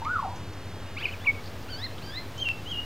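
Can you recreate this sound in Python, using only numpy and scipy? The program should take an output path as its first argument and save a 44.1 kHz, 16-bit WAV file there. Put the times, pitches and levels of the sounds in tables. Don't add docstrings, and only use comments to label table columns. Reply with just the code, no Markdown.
import sys
import numpy as np
from scipy import signal
from scipy.io import wavfile
from scipy.ndimage import uniform_filter1d

SR = 44100
rng = np.random.default_rng(int(sys.argv[2]) if len(sys.argv) > 2 else 0)


def gain_from_db(level_db):
    decades = np.asarray(level_db, float) / 20
    return 10 ** decades


def master(y):
    cut = np.clip(np.atleast_2d(y).T, -1, 1)
    pcm = np.round(cut * 32767)
    wavfile.write(sys.argv[1], SR, pcm.astype(np.int16))


N = 125685


def evened(x):
    return x / np.sqrt(np.mean(x ** 2) + 1e-20)


def slow(count, hz):
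    return evened(signal.lfilter(*signal.butter(2, hz, fs=SR), rng.standard_normal(count)))


def tone(hz, wobble_hz, wobble_rate_hz=4.1):
    cycles = np.cumsum(hz + wobble_hz * slow(N, wobble_rate_hz)) / SR
    return np.sqrt(2) * np.sin(2 * np.pi * (cycles + rng.random()))


def hiss(shape, patchy_db, low_hz, spectra):
    bin_hz = np.fft.rfftfreq(1024, 1 / SR)
    patches = uniform_filter1d(uniform_filter1d(spectra.real, size=12, axis=0), size=10, axis=1)
    shape_hz, shape_db = np.transpose(shape)
    colour = gain_from_db(np.interp(np.log(bin_hz + 1), np.log(shape_hz + 1), shape_db)) * (bin_hz > low_hz)
    shaped = spectra * colour[:, None] * gain_from_db(patchy_db * evened(patches))
    return evened(signal.istft(shaped, nperseg=1024, noverlap=768)[1][:N])


def yard_air():
    # (frequency [Hz], density [dB per Hz])
    middle_shape = [(12, -42), (20, 8), (58, -13), (93, -5.5), (120, -7.5), (367, -13.5), (873, -18),
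                    (3530, -27), (16000, -51.5)]
    wide_shape = [(300, -7), (1800, -29), (2600, -9), (5000, 0), (7300, -13), (12000, -11.5), (15800, -9.5)]
    a, b = rng.standard_normal((N // 256 + 5, 513, 2)).T
    spectra = a + 1j * b
    middle = gain_from_db(-41.5) * hiss(middle_shape, 0.51, 12, spectra)
    wide = gain_from_db(-59.5) * hiss(wide_shape, 1.2, 400, -1j * spectra)
    return middle, wide


def machines(t):
    # (time [s], frequency [Hz], level [dB])
    drone = [(0, 87.4, -46), (.5, 87.54, -44.5), (1.4, 91.5, -45.5), (2.85, 92, -54)]
    s, hz, db = np.transpose(drone)
    steady = gain_from_db(-47.5 + slow(N, 0.49)) * tone(100.5, 0.52)
    speeding = gain_from_db(np.interp(t, s, db) + 1.06 * slow(N, 6.8)) * tone(np.interp(t, s, hz), 0.95)
    return steady + speeding


def camera_whines(mono):
    # (frequency [Hz], stereo-part level [dB], mono-part level [dB])
    whines = [(6792, -73, -72), (9572, -88, -84), (13587, -73, -68.5)]
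    middle = np.zeros(N)
    for whine_hz, wide_db, mono_db in whines:
        level_db = wide_db + mono * (mono_db - wide_db)
        middle += gain_from_db(level_db) * tone(whine_hz, 9.3, 40)
    return middle, gain_from_db(-67) * tone(whines[-1][0], 8.1, 40)


def drips():
    # (time [s], peak level [dB], ring frequency [Hz], decay length [s])
    drops = [(0.0486, -41, 6050, 0.0021), (.0495, -35.5, 3770, 0.0013), (.05, -41.5, 2240, 0.014),
             (0.358, -54, 6200, 0.035), (0.533, -48, 5700, 0.005), (1.258, -40, 1060, 0.014),
             (1.435, -52, 4800, .006), (1.441, -46, 4650, .005), (1.459, -45, 4680, 0.011),
             (1.475, -47, 4460, 0.013), (1.627, -45, 5740, .002), (1.979, -42.5, 3600, 0.011),
             (1.98, -45, 2900, 0.011), (2.061, -42, 5160, .004), (2.378, -47, 6000, 0.0073),
             (2.379, -47, 6500, .008), (2.4, -44, 4200, 0.0072), (2.717, -44, 6360, 0.0016)]
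    out = np.zeros(N + 2000)
    t = np.arange(2000) / SR
    for s, db, hz, length_s in drops:
        band = signal.butter(2, [hz * 0.885, hz * 1.08], "band", fs=SR)
        ring = evened(signal.lfilter(*band, rng.standard_normal(2000)))
        out[round(s * SR):][:2000] += gain_from_db(db) * ring * np.minimum(t / 0.00037, 1) * np.exp(-t / length_s)
    return out[:N]


def yard(x, echo_db):
    # (delay [s], lift over the scatter [dB])
    walls = [
        (.036, 10),
        (.084, 12),
    ]
    t60_s, fence_s, fence_share = .25, .084, .3
    t = np.arange(SR // 3) / SR
    lift_db = sum(db * np.exp(-((t - s) / .003) ** 2) for s, db in walls)
    sparse = rng.standard_normal(len(t)) * (rng.random(len(t)) < .05)
    scatter = sparse * gain_from_db(lift_db - 60 * t / t60_s) * (t > .012)
    fence = fence_share * (np.arange(len(t)) == round(fence_s * SR))
    taps = scatter / np.linalg.norm(scatter) + fence
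    return signal.fftconvolve(x, gain_from_db(echo_db) * taps)[:len(x)]


def throb(t):
    # (first crest [s], end [s], throb rate [Hz], depth [dB])
    throbs = [
        (.076, .15, 51.5, 0.5),
        (.162, .2, 128, 3),
        (0.216, .31, 84.6, 5.5),
        (1.045, 1.075, 80, 6.5),
        (2.501, 2.56, 61, 5.5),
        (2.728, 2.76, 110, 3),
        (2.771, 2.83, 46, 3),
    ]
    ripple_db = 0
    for start, end, hz, db in throbs:
        fade = np.clip(np.minimum(t - start, end - t) / 0.0036, 0, 1)
        ripple_db = ripple_db + db * fade * np.cos(2 * np.pi * hz * (t - start))
    return ripple_db


def call(curve, voice):
    throat_hz, below_hz, above_hz, top_hz, third_db, flutter_db, echo_db = voice
    s, hz, db, step_db, *upper_db = np.transpose(curve)
    first = round(s[0] * SR)
    t = np.arange(first, first + SR) / SR
    pitch_hz = uniform_filter1d(uniform_filter1d(np.interp(t, s, hz), size=220), size=220)
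    k = np.arange(1, 5)[:, None]
    harmonic_hz = k * pitch_hz

    upper = third_db + sum(np.interp(t, s, u) for u in upper_db)
    folds_db = np.interp(t, s, step_db) * np.minimum(k - 1, 1) + upper * (k > 2)
    width_hz = np.where(harmonic_hz < throat_hz, below_hz, above_hz)
    throat = 1 / (1 + (2 * (harmonic_hz - throat_hz) / width_hz) ** 2) ** 1.5
    size = gain_from_db(folds_db) * throat / (1 + (harmonic_hz / top_hz) ** 14)
    size = size / np.sqrt((size ** 2).sum(0) / 2)
    weak = 1 - size ** 2 / 2
    shimmer_db = 1.8 * weak * np.array([slow(SR, 29) for _ in k])
    size = size * gain_from_db(shimmer_db)

    flutter = flutter_db * 2 * np.tanh(slow(SR, 80) / 2)
    effort_db = uniform_filter1d(np.interp(t, s, db), size=130) + throb(t) + flutter
    edge = np.clip(np.minimum(t - s[0], s[-1] - t) / 0.0024, 0, 1)
    waves = np.sin(2 * np.pi * k * np.cumsum(pitch_hz) / SR)
    direct = edge * gain_from_db(effort_db) * (size * waves).sum(0)
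    spilled = direct * gain_from_db(-0.88 * np.maximum(effort_db + 30, 0))
    return np.pad(direct + yard(spilled, echo_db), (first, N))[:N]


def birds():
    # (throat [Hz], width below [Hz], width above [Hz], top [Hz], upper overtones [dB],
    #          flutter [dB], yard echo [dB])
    low = (1200, 2000, 2000, 4000, -20, 2.4, -4)
    piping = (3000, 2500, 2502, 7500, -20, 1.8, -8.5)
    chirpy = (2600, 3400, 3000, 5200, 0, 1.5, -6)
    clear = (2600, 3500, 3000, 4500, -20, .3, -11)
    reedy = (4300, 4800, 2500, 5600, 0, 1.8, -12)
    # (time [s], pitch [Hz], effort [dB], step of all overtones [dB]), perhaps also upper overtones step
    # [dB]; the low whistle rises, then falls wavering
    waver = [(.017, 870, -32.5, -43), (.023, 904, -35, -43), (.042, 957, -44, -28),
             (.064, 1228, -31.5, -36), (.076, 1248, -27.5, -26), (.088, 1369, -35, -28),
             (.112, 1473, -28.5, -30), (.135, 1488, -31.5, -30), (.155, 1402, -30.5, -30),
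             (.163, 1312, -23, -29), (.18, 1198, -39.5, -30), (.2, 1097, -25.5, -25),
                  (0.213, 991, -48, -30), (0.229, 929, -34.5, -43), (0.26, 727, -33.5, -35),
                  (0.277, 789, -55, -32), (0.295, 955, -41, -30), (0.341, 1003, -44.5, -30)]
    chirp_a = [(.963, 984, -43, 6, -23), (.974, 1173, -33, 9, -14), (.994, 1553, -41, 2, 8),
               (1.015, 1748, -44.5, 5, -16), (1.028, 2586, -34.5, -14, -20), (1.042, 3123, -34.5, -10, -20),
               (1.057, 2453, -26.5, -5, -20), (1.068, 2150, -40.5, -2, -20), (1.095, 2090, -53, -1, -20)]
    chirp_b = [(1.195, 1285, -56, 3), (1.216, 1712, -49.5, -2), (1.24, 1747, -48.5, 3),
               (1.249, 2250, -40, -18), (1.258, 3040, -45.5, -13), (1.274, 2280, -20, -36),
               (1.295, 2209, -19.5, -42), (1.311, 2230, -27, -40), (1.322, 2310, -49, -42)]
    reedy_a = [(1.681, 1144, -52, 10, -22), (1.692, 1445, -44, -9, -8), (1.71, 1602, -46, -2, -3),
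               (1.74, 1460, -39.5, 0, 7.5), (1.778, 1570, -45, -9, 2), (1.81, 1778, -44.5, -3.5, 3),
               (1.85, 2126, -32.5, 2, -19), (1.862, 1980, -43, -1, -10), (1.873, 1730, -42, -13, -10)]
    reedy_b = [(2.016, 1190, -44, 8, -13), (2.033, 1530, -51.5, 3, 3), (2.099, 1592, -43.5, -12.5, 5),
               (2.121, 1708, -46, 1, -10), (2.141, 1754, -43, -13, 1), (2.161, 1943, -39, 7, -14),
               (2.181, 2064, -36.5, -4, -11), (2.2, 2080, -40, -12, -14), (2.215, 1860, -67, -4, -14)]
    pipe_a = [(2.36, 2932, -61, -10), (2.385, 3086, -41, 1), (2.408, 3220, -37, 15), (2.427, 3120, -28, 1),
              (2.442, 3043, -42, -13), (2.455, 2784, -32, -20), (2.488, 2707, -26.5, -15),
              (2.51, 2696, -28, -28), (2.545, 2643, -63, -30)]
    pipe_b = [(2.647, 2940, -61, -10), (2.668, 2907, -40, -6), (2.68, 3133, -39, 2),
              (2.703, 3283, -40.5, 16), (2.718, 3200, -31.5, -2), (2.73, 2930, -34.5, -10),
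              (2.755, 2840, -39, -25), (2.795, 2863, -33.5, -30), (2.827, 2940, -46.5, -30)]
    far_a = [
        (.86, 2750, -56, -30),
        (.89, 2880, -54, -30),
        (.93, 2840, -60, -30),
    ]
    far_b = [
        (1.92, 2480, -66, -30),
        (1.945, 2580, -57, -30),
        (1.965, 2650, -62, -30),
    ]
    songs = [(far_a, piping), (far_b, piping), (waver, low),
             (chirp_a, chirpy), (chirp_b, clear), (reedy_a, reedy), (reedy_b, reedy),
             (pipe_a, piping), (pipe_b, piping)]
    return np.sum([call(*song) for song in songs], axis=0)


def scene():
    mono_s, fold_db, bird_side_db = 0.99, 2, -7.5
    t = np.arange(N) / SR
    mono = np.clip((t - mono_s) / 0.0099, 0, 1)
    air, wide = yard_air()
    whine_mid, whine_side = camera_whines(mono)
    tick = drips()
    bird = birds()
    mid = air + machines(t) + whine_mid + tick + bird + mono * gain_from_db(fold_db) * wide
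    side = wide + whine_side - gain_from_db(bird_side_db) * np.gradient(bird + tick)
    return np.array([mid + (1 - mono) * side, mid - (1 - mono) * side])


def low_pass(x):
    return signal.sosfilt(signal.butter(12, 16900, fs=SR, output="sos"), x)


def record(dry):
    slip_s, skipped, edge_hz, offset = 2.4884, 8, 15790, -.0086
    at = round(slip_s * SR)
    step = dry[0, at + skipped:at + skipped + 9] - dry[0, at - 1:at + 8]
    at += np.argmin(abs(step)) - 1
    slipped = np.concatenate([dry[:, :at], dry[:, at + skipped:], dry[:, -skipped:]], axis=1)
    lowpass = signal.firwin(1023, edge_hz, window=("kaiser", 10), fs=SR)
    limited = signal.oaconvolve(slipped, lowpass[None], "same", axes=1)
    return low_pass(limited + offset)


dry = scene()
out = record(dry)
master(out)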